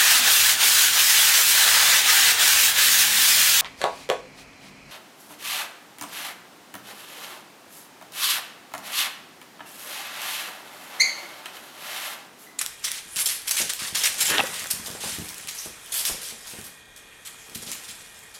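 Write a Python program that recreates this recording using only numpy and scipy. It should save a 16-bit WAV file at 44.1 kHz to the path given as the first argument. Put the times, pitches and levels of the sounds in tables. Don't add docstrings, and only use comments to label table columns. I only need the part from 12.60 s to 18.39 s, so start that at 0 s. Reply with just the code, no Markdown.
import sys
import numpy as np
from scipy import signal
from scipy.fft import rfft, irfft, next_fast_len
from scipy.io import wavfile
from scipy.ndimage import uniform_filter1d, map_coordinates

SR = 44100
rng = np.random.default_rng(int(sys.argv[2]) if len(sys.argv) > 2 else 0)


def wav_out(sig):
    wavfile.write(sys.argv[1], SR, np.round(np.clip(np.atleast_2d(sig).T, -1, 1) * 32767).astype(np.int16))


N = 255339

# (time [s], level [dB], length [s], brightness [dB])
SWATS = [(0, -29.5, .008, 1), (0.011, -17, 0.0043, -3), (0.227, -39.5, .01, 0), (0.239, -20.5, .014, 0.5),
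         (0.254, -29, 0.033, -9.5), (0.303, -36, 0.091, -10.5), (0.561, -24.5, 0.028, -4),
         (0.586, -23, 0.035, -1), (0.657, -19.5, 0.019, 7.5), (0.685, -26.5, .04, -3),
         (0.746, -36.5, .024, 6), (.871, -23.5, .018, 3.5), (0.907, -17, .009, 3.5),
         (0.931, -28.5, 0.024, -10), (0.964, -21.5, 0.06, -3.5), (1.092, -21.5, 0.012, -7),
         (1.189, -31, 0.096, -7), (1.346, -20.5, .027, -5.5), (1.377, -26.5, 0.051, -1),
         (1.433, -17.5, .04, -4.5), (1.58, -28.5, 0.035, 0), (1.603, -16.5, 0.027, 1.5),
         (1.651, -21.5, 0.062, -0.5), (1.93, -35.5, 0.093, -13), (2.102, -20, .016, 8.5),
         (2.263, -31.5, 0.014, 0.5), (2.402, -33, 0.16, -2), (2.882, -26, 0.01, -8),
         (2.944, -37, 0.12, 3.5), (3.319, -27, 0.095, 6), (3.449, -24, 0.04, 5), (3.613, -36.5, 0.1, -1.5),
         (3.866, -40.5, 0.062, 4), (4.039, -41.5, .029, 10), (4.362, -42, .015, 2), (4.649, -36, 0.029, 0),
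         (4.947, -28.5, 0.0087, 6), (5.018, -36.5, 0.017, 0), (5.063, -35.5, 0.042, -2.5),
         (5.113, -32, 0.022, -2.5), (5.235, -38.5, 0.02, 0), (5.28, -37, 0.036, -6),
         (5.739, -43.5, 0.028, -3)]
# (time [s], level [dB])
BUSTLE = [(.05, -43), (.15, -51.5), (.45, -47), (.82, -45), (1.2, -44.5), (1.45, -38.5), (1.72, -34),
          (2.22, -42), (2.52, -39.5), (2.95, -46), (3.17, -48.5), (3.56, -41.5), (3.72, -50.5),
          (3.98, -44.5), (4.25, -61), (4.7, -52.5), (5.17, -46), (5.79, -53)]


def amp(db):
    return 10 ** (np.asarray(db) / 20)


def unit(x):
    return x / np.sqrt(np.mean(x ** 2) + 1e-20)


def along(points, hz):
    freqs, values = np.transpose(points)
    return np.interp(np.log(hz + 1), np.log(freqs + 1), values)


def curve(rows):
    return np.interp(np.arange(N) / SR, *np.transpose(rows))


def wobble(rate):
    return map_coordinates(rng.standard_normal(N // 20), [np.arange(N) * rate / SR], mode="wrap")


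def filtered(x, response):
    size = next_fast_len(N + SR // 2)
    return irfft(rfft(x, size) * response(np.fft.rfftfreq(size, 1 / SR)), size)[:N]


def coloured(x, spectrum):
    return unit(filtered(x, lambda hz: amp(along(spectrum, hz))))


def add(track, s, sound):
    start = max(round(s * SR), 0)
    track[start:start + len(sound)] += sound[:max(N - start, 0)]


def ping(hz, t60, t):
    wave = np.sin(2 * np.pi * hz * t) * amp(-60 * t / t60)
    return wave / np.abs(wave).max(axis=-1, keepdims=True)


def ringing(x, tones):
    t = np.arange(SR) / SR
    response = sum(amp(db) * ping(hz, t60, t) for hz, db, t60 in tones)
    return signal.fftconvolve(x, response / np.linalg.norm(response))[:N]


def scattered(level, offset_db, spread_db, count):
    share = np.cumsum(level) / level.sum()
    place = np.searchsorted(share[:-1], (np.arange(count) + rng.random(count)) / count)
    db = 20 * np.log10(level[place]) + offset_db + spread_db * rng.standard_normal(count)
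    return np.column_stack([place / SR, db])


def squeezes(swats, rise_s, fade_s, sag_db):
    power, t = np.zeros(N), np.arange(SR) / SR
    for s, db, length in swats:
        fall_db = sag_db * np.minimum(t / length, 1) + 60 * np.maximum(t - length, 0) / fade_s
        add(power, s, ((1 - np.exp(-t / rise_s)) * amp(db - fall_db)) ** 2)
    return np.sqrt(power)


def crackle(spectrum, spread_db, count):
    t = np.arange(64) / SR
    place, size, pitch = rng.random((3, count, 1))
    strength = amp(-spread_db * np.log(.02 + .98 * size))
    grains = strength * ping(hz=700 + 15000 * pitch, t60=.0016, t=t)
    grains *= rng.choice([-1, 1], (count, 1))
    where = (place * N).astype(int) + np.arange(len(t))
    return coloured(np.bincount(where.ravel(), grains.ravel(), N)[:N], spectrum)


def folds(x, depth_db):
    bands = signal.stft(x, SR, nperseg=512)[2]
    boost = uniform_filter1d(rng.standard_normal(bands.shape), size=4, axis=0)
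    boost = uniform_filter1d(boost, size=5, axis=1)
    return unit(signal.istft(bands * amp(depth_db * unit(boost)), SR, nperseg=512)[1][:N])


def foil_ball(low_db=-7.5, fizz_db=-8.5, low_loss_per_bright=0.63):
    # (frequency [Hz], level [dB])
    crinkle_colour = [(100, -53), (500, -16.5), (1800, -20.5), (3200, -1.5), (5000, -0.3), (8000, 1),
                      (10500, -0.5), (13000, -7.5), (16000, -30)]
    low_colour = [(25, -46), (100, -24), (300, -26), (700, -17.5), (1200, -5), (2000, 1.5), (3200, 1.5),
                  (4500, -2), (9000, -14.5)]
    fizz_colour = [(4000, -39), (9000, 1), (12000, 2.5), (14000, -4), (16000, -18)]
    s, db, length, bright_db = np.transpose(SWATS)

    def level(share_db):
        return squeezes(zip(s, db + share_db, length), rise_s=0.0023, fade_s=0.049, sag_db=2)

    crinkle = level(0) * folds(crackle(crinkle_colour, spread_db=3.5, count=48000), depth_db=3)
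    low_level = level(low_db - low_loss_per_bright * bright_db)
    low = low_level * folds(crackle(low_colour, spread_db=2, count=40000), depth_db=2)
    fizz = level(fizz_db + bright_db) * crackle(fizz_colour, spread_db=5.5, count=36000)
    fits = amp(1.04 * wobble(170) - 2.5)
    return fits * (crinkle + low + fizz)


def rustle_level(roll_db=-15):
    pushes = [(s, db + roll_db, length) for s, db, length, _ in SWATS]
    roll = squeezes(pushes, rise_s=0.034, fade_s=0.36, sag_db=1.5)
    return np.hypot(amp(curve(BUSTLE)), roll)


def rolling(unevenness_db=1.3):
    # (frequency [Hz], level [dB])
    rustle_colour = [(25, -27), (90, -17), (300, -8.5), (800, -2.5), (1600, 0), (3200, 1.5), (5000, 0),
                     (9000, 3), (12000, 0), (16000, -20)]
    level = rustle_level() * amp(unevenness_db * wobble(60))
    return level * folds(crackle(rustle_colour, spread_db=2, count=26000), depth_db=2.5)


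def appliance(drift_hz=1.79, whirr_db=-60, air_db=-54):
    # (pitch [Hz], average level [dB])
    motor_tones = [(446, -69), (1577, -70), (1607, -66.5), (1835, -67.5), (1864, -69), (1894, -62.5),
                   (2181, -69), (2407, -63), (2468, -65), (3233, -66.5), (3263, -66), (6433, -72),
                   (8457, -70)]
    # (pitch [Hz], width [Hz], level [dB])
    shell_peaks = [(1730, 170, 1), (1870, 210, -6), (2474, 110, 5), (3280, 96, -8), (6360, 200, -5),
                   (8260, 100, -24)]
    # (frequency [Hz], level [dB])
    air_colour = [(15, -20), (25, -2.5), (80, -3.5), (260, -5.5), (700, -7), (1200, -7), (1800, -8.5),
                  (2900, -14), (3400, -4), (4500, -19), (9000, -62), (16000, -63)]

    def shell(f):
        return sum(amp(db) / (1 + ((f - hz) / width * 2) ** 2) for hz, width, db in shell_peaks)

    whine, t = np.zeros(N), np.arange(N) / SR
    for hz, db in motor_tones:
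        cycles = hz * t + drift_hz * np.cumsum(wobble(8)) / SR
        whine += amp(db) * np.sqrt(2) * np.sin(2 * np.pi * cycles)
    whirr = amp(whirr_db) * unit(filtered(rng.standard_normal(N), shell))
    return whine + whirr + amp(air_db) * coloured(rng.standard_normal(N), air_colour)


def ticks():
    # (time [s], peak level [dB])
    snaps = [(.0618, -10.5), (.3162, -11), (.5596, -15), (.7334, -21), (.8934, -9), (.9103, -8),
             (1.1348, -12.5), (1.3528, -12), (1.9944, -16.5), (2.2613, -19), (2.6898, -17), (2.7811, -20.5),
             (2.8729, -19), (3.4521, -10), (3.687, -24), (4.362, -33), (5.1158, -15.5)]
    stray_ticks = scattered(rustle_level(), offset_db=19, spread_db=0, count=50)
    out, t = np.zeros(N), np.arange(SR // 100) / SR
    band = signal.butter(2, [2800, 13500], "bandpass", fs=SR, output="sos")
    burst = np.exp(-((t - .0012) / .0005) ** 2)
    for s, db in [*snaps, *stray_ticks]:
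        tick = signal.sosfilt(band, rng.standard_normal(len(t))) * burst
        add(out, s, amp(db) * tick / np.abs(tick).max())
    return out


def footfalls(second_delay_s=.036, second_db=-12.5, second_pitch_ratio=0.81, step_hz=243):
    # (time [s], level [dB], pitch [Hz])
    landings = [(0.566, -38, 242), (1.003, -23.5, 482), (1.02, -29.5, 306), (1.061, -39.5, 246),
                (1.22, -34, 231), (1.326, -35, 188), (1.711, -23, 336), (1.796, -24.5, 298),
                (1.892, -33.5, 362), (2.018, -41, 170), (2.136, -34, 207.5), (2.197, -34.5, 191.5),
                (2.282, -27.5, 592), (2.301, -30.5, 224), (2.351, -25.5, 530), (2.438, -21.5, 655),
                (2.458, -28.5, 274), (2.525, -36.5, 190), (2.585, -26, 247), (2.597, -29.5, 162.4),
                (2.847, -45, 160.5), (3.06, -27.5, 474), (3.069, -43, 95.5), (3.497, -24.5, 525),
                (3.504, -31.5, 305), (3.512, -41.5, 42.3), (3.546, -33, 376), (3.724, -32.5, 400),
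                (3.936, -30, 318), (3.987, -31.5, 243), (4.029, -39, 202), (4.889, -42.5, 380),
                (4.919, -41, 350), (4.958, -31, 200), (5.028, -33.5, 440), (5.07, -36, 220),
                (5.087, -35.5, 500), (5.291, -42, 218)]
    second_paws = [(s + second_delay_s, db + second_db, hz * second_pitch_ratio)
                   for s, db, hz in landings]
    steps = [(s, db, step_hz * np.exp(.25 * rng.standard_normal()))
             for s, db in scattered(amp(curve(BUSTLE)), offset_db=-7.5, spread_db=3.5, count=48)]
    return landings + second_paws + steps


def paws(fade_cycles=1.7, settle_db=-14, settle_rise_s=0.0022, settle_fade_s=0.16):
    out, t = np.zeros(N), np.arange(SR // 5) / SR
    for s, db, hz in footfalls():
        push = ping(hz, fade_cycles / hz, t) * (1 - np.exp(-2 * t * hz))
        band = signal.butter(2, [hz / 2.5, hz * 1.88], "bandpass", fs=SR, output="sos")
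        settle = unit(signal.sosfilt(band, rng.standard_normal(len(t))))
        settle *= (1 - np.exp(-t / settle_rise_s)) * amp(settle_db - 60 * t / settle_fade_s)
        step = push / np.abs(push).max() + settle
        bass_cut = signal.butter(2, hz / 3, "highpass", fs=SR, output="sos")
        add(out, s, amp(db) * signal.sosfilt(bass_cut, step))
    return out


def skids(relative_width=0.11):
    # (middle time [s], level [dB], length [s], pitch [Hz])
    slides = [(0.547, -40.5, 0.089, 9600), (0.611, -26, 0.046, 10800), (0.714, -33, 0.097, 10800),
              (2.992, -35, 0.027, 5900), (3.267, -48, 0.03, 3170), (3.364, -40, 0.073, 3130),
              (3.383, -43.5, 0.041, 11800), (4.53, -50, 0.025, 2510), (4.806, -52.5, 0.099, 6940)]
    out, t = np.zeros(N), np.arange(-SR // 6, SR // 6) / SR
    freqs = np.fft.rfftfreq(len(t), 1 / SR)
    for s, db, length, hz in slides:
        band = 1 / (1 + ((freqs - hz) / (relative_width * hz)) ** 2)
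        hiss = irfft(rfft(rng.standard_normal(len(t))) * band, len(t))
        swell = np.exp(-(2 * t / length) ** 2)
        add(out, s + t[0], amp(db) * unit(hiss) * swell)
    return out


def cage(ring_db=-19):
    # (time [s], level [dB], pitch [Hz], fade time [s])
    knocks = [(1.783, -1, 3310, 0.0028), (1.785, -20, 745, 0.01), (1.794, -14, 812, 0.046),
              (1.802, -7.5, 2640, 0.017), (1.808, -10, 900, 0.0048), (1.837, -22, 534, .056),
              (2.046, -26, 1830, .008), (2.059, -22, 1630, 0.0046), (4.746, -34.5, 1290, 0.0024)]
    # (time [s], level [dB])
    push = [(1.67, -73.5), (1.7, -25.5), (1.75, -24), (1.772, -30), (1.8, -20), (1.815, -46),
            (1.875, -35.5), (1.95, -98)]
    # (frequency [Hz], level [dB])
    bar_colour = [(30, -32), (100, -25), (300, 0.5), (800, -6), (1300, 0.5), (1750, 5.5), (2200, -2.5),
                  (3000, 2), (4500, -11), (9000, -39)]
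    # (pitch [Hz], level [dB], fade time [s])
    wire_tones = [(530, -14, 0.27), (782, 1, 0.4), (1060, -2, 1), (1317, 17.5, 0.24), (1484, 8, 0.77),
                  (1520, -6, .5), (1696, 0, 1), (1920, 5, 0.76), (2100, 4, 0.3), (1950, 6, 0.6),
                  (2180, -15, 0.54), (2320, -8, .5), (2550, -23, 0.36), (2702, -19, 0.26),
                  (2640, -21, 0.53), (3030, -10, .5), (2920, -9, 0.41), (3450, -9, .6)]
    blows, t = np.zeros(N), np.arange(SR // 4) / SR
    for s, db, hz, t60 in knocks:
        add(blows, s, amp(db) * ping(hz, t60, t))
    bass_cut = signal.butter(1, 200, "highpass", fs=SR, output="sos")
    push_db = curve(push)
    scrape_level = amp(push_db + 1.2 * wobble(200)) * (push_db > -65)
    scrape = scrape_level * coloured(rng.standard_normal(N), bar_colour)
    contact = signal.sosfilt(bass_cut, blows) + scrape
    return contact + amp(ring_db) * ringing(contact, wire_tones)


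def room_echo(x):
    # (frequency [Hz], fade time [s])
    fade_times = [(100, 1), (300, 0.31), (1000, 0.44), (4000, 0.52), (9000, 0.41), (16000, 0.21)]
    delayed = np.pad(x, (SR // 200, 0))[:N]
    hz, _, bands = signal.stft(delayed, SR, nperseg=256)
    scatter = signal.stft(rng.standard_normal(N), SR, nperseg=256)[2]
    kept = amp(-60 * 128 / SR / along(fade_times, hz)) ** 2
    energy = np.array([signal.lfilter([1 - k], [1, -k], np.abs(band) ** 2)
                       for k, band in zip(kept, bands)])
    echo = signal.istft(np.sqrt(energy) * scatter / scatter.std(), SR, nperseg=256)[1][:N]
    return filtered(echo, lambda f: f ** 2 / (f ** 2 + 130 ** 2))


def room_boom(thuds):
    # (pitch [Hz], level [dB], fade time [s])
    room_tones = [(80, -9, 0.69), (105.7, 4, 0.24), (149.8, -7, 0.48), (180.1, 2, 0.65), (231.4, 5, 0.29),
                  (272.4, -11, 0.5), (307.2, -7, 0.53), (412, -8, 1), (497, -2.5, 0.57)]
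    return ringing(thuds, room_tones)


def scene():
    # (time [s], level [dB])
    echo_share = [(0, -7.5), (1.0, -4), (2.0, -5), (3.4, -1), (5.8, -4)]
    crisp = foil_ball() + rolling() + skids() + ticks()
    thuds, bump = paws(), cage()
    echo = room_echo(amp(curve(echo_share)) * crisp + amp(-5.5) * thuds + amp(-13) * bump)
    boom = amp(-19) * room_boom(thuds)
    return (crisp + thuds + bump + echo + boom + appliance())[None]


def record(dry):
    top_hz = 16100
    return filtered(dry[0], lambda hz: hz < top_hz)[None]


dry = scene()
out = record(dry)
wav_out(out)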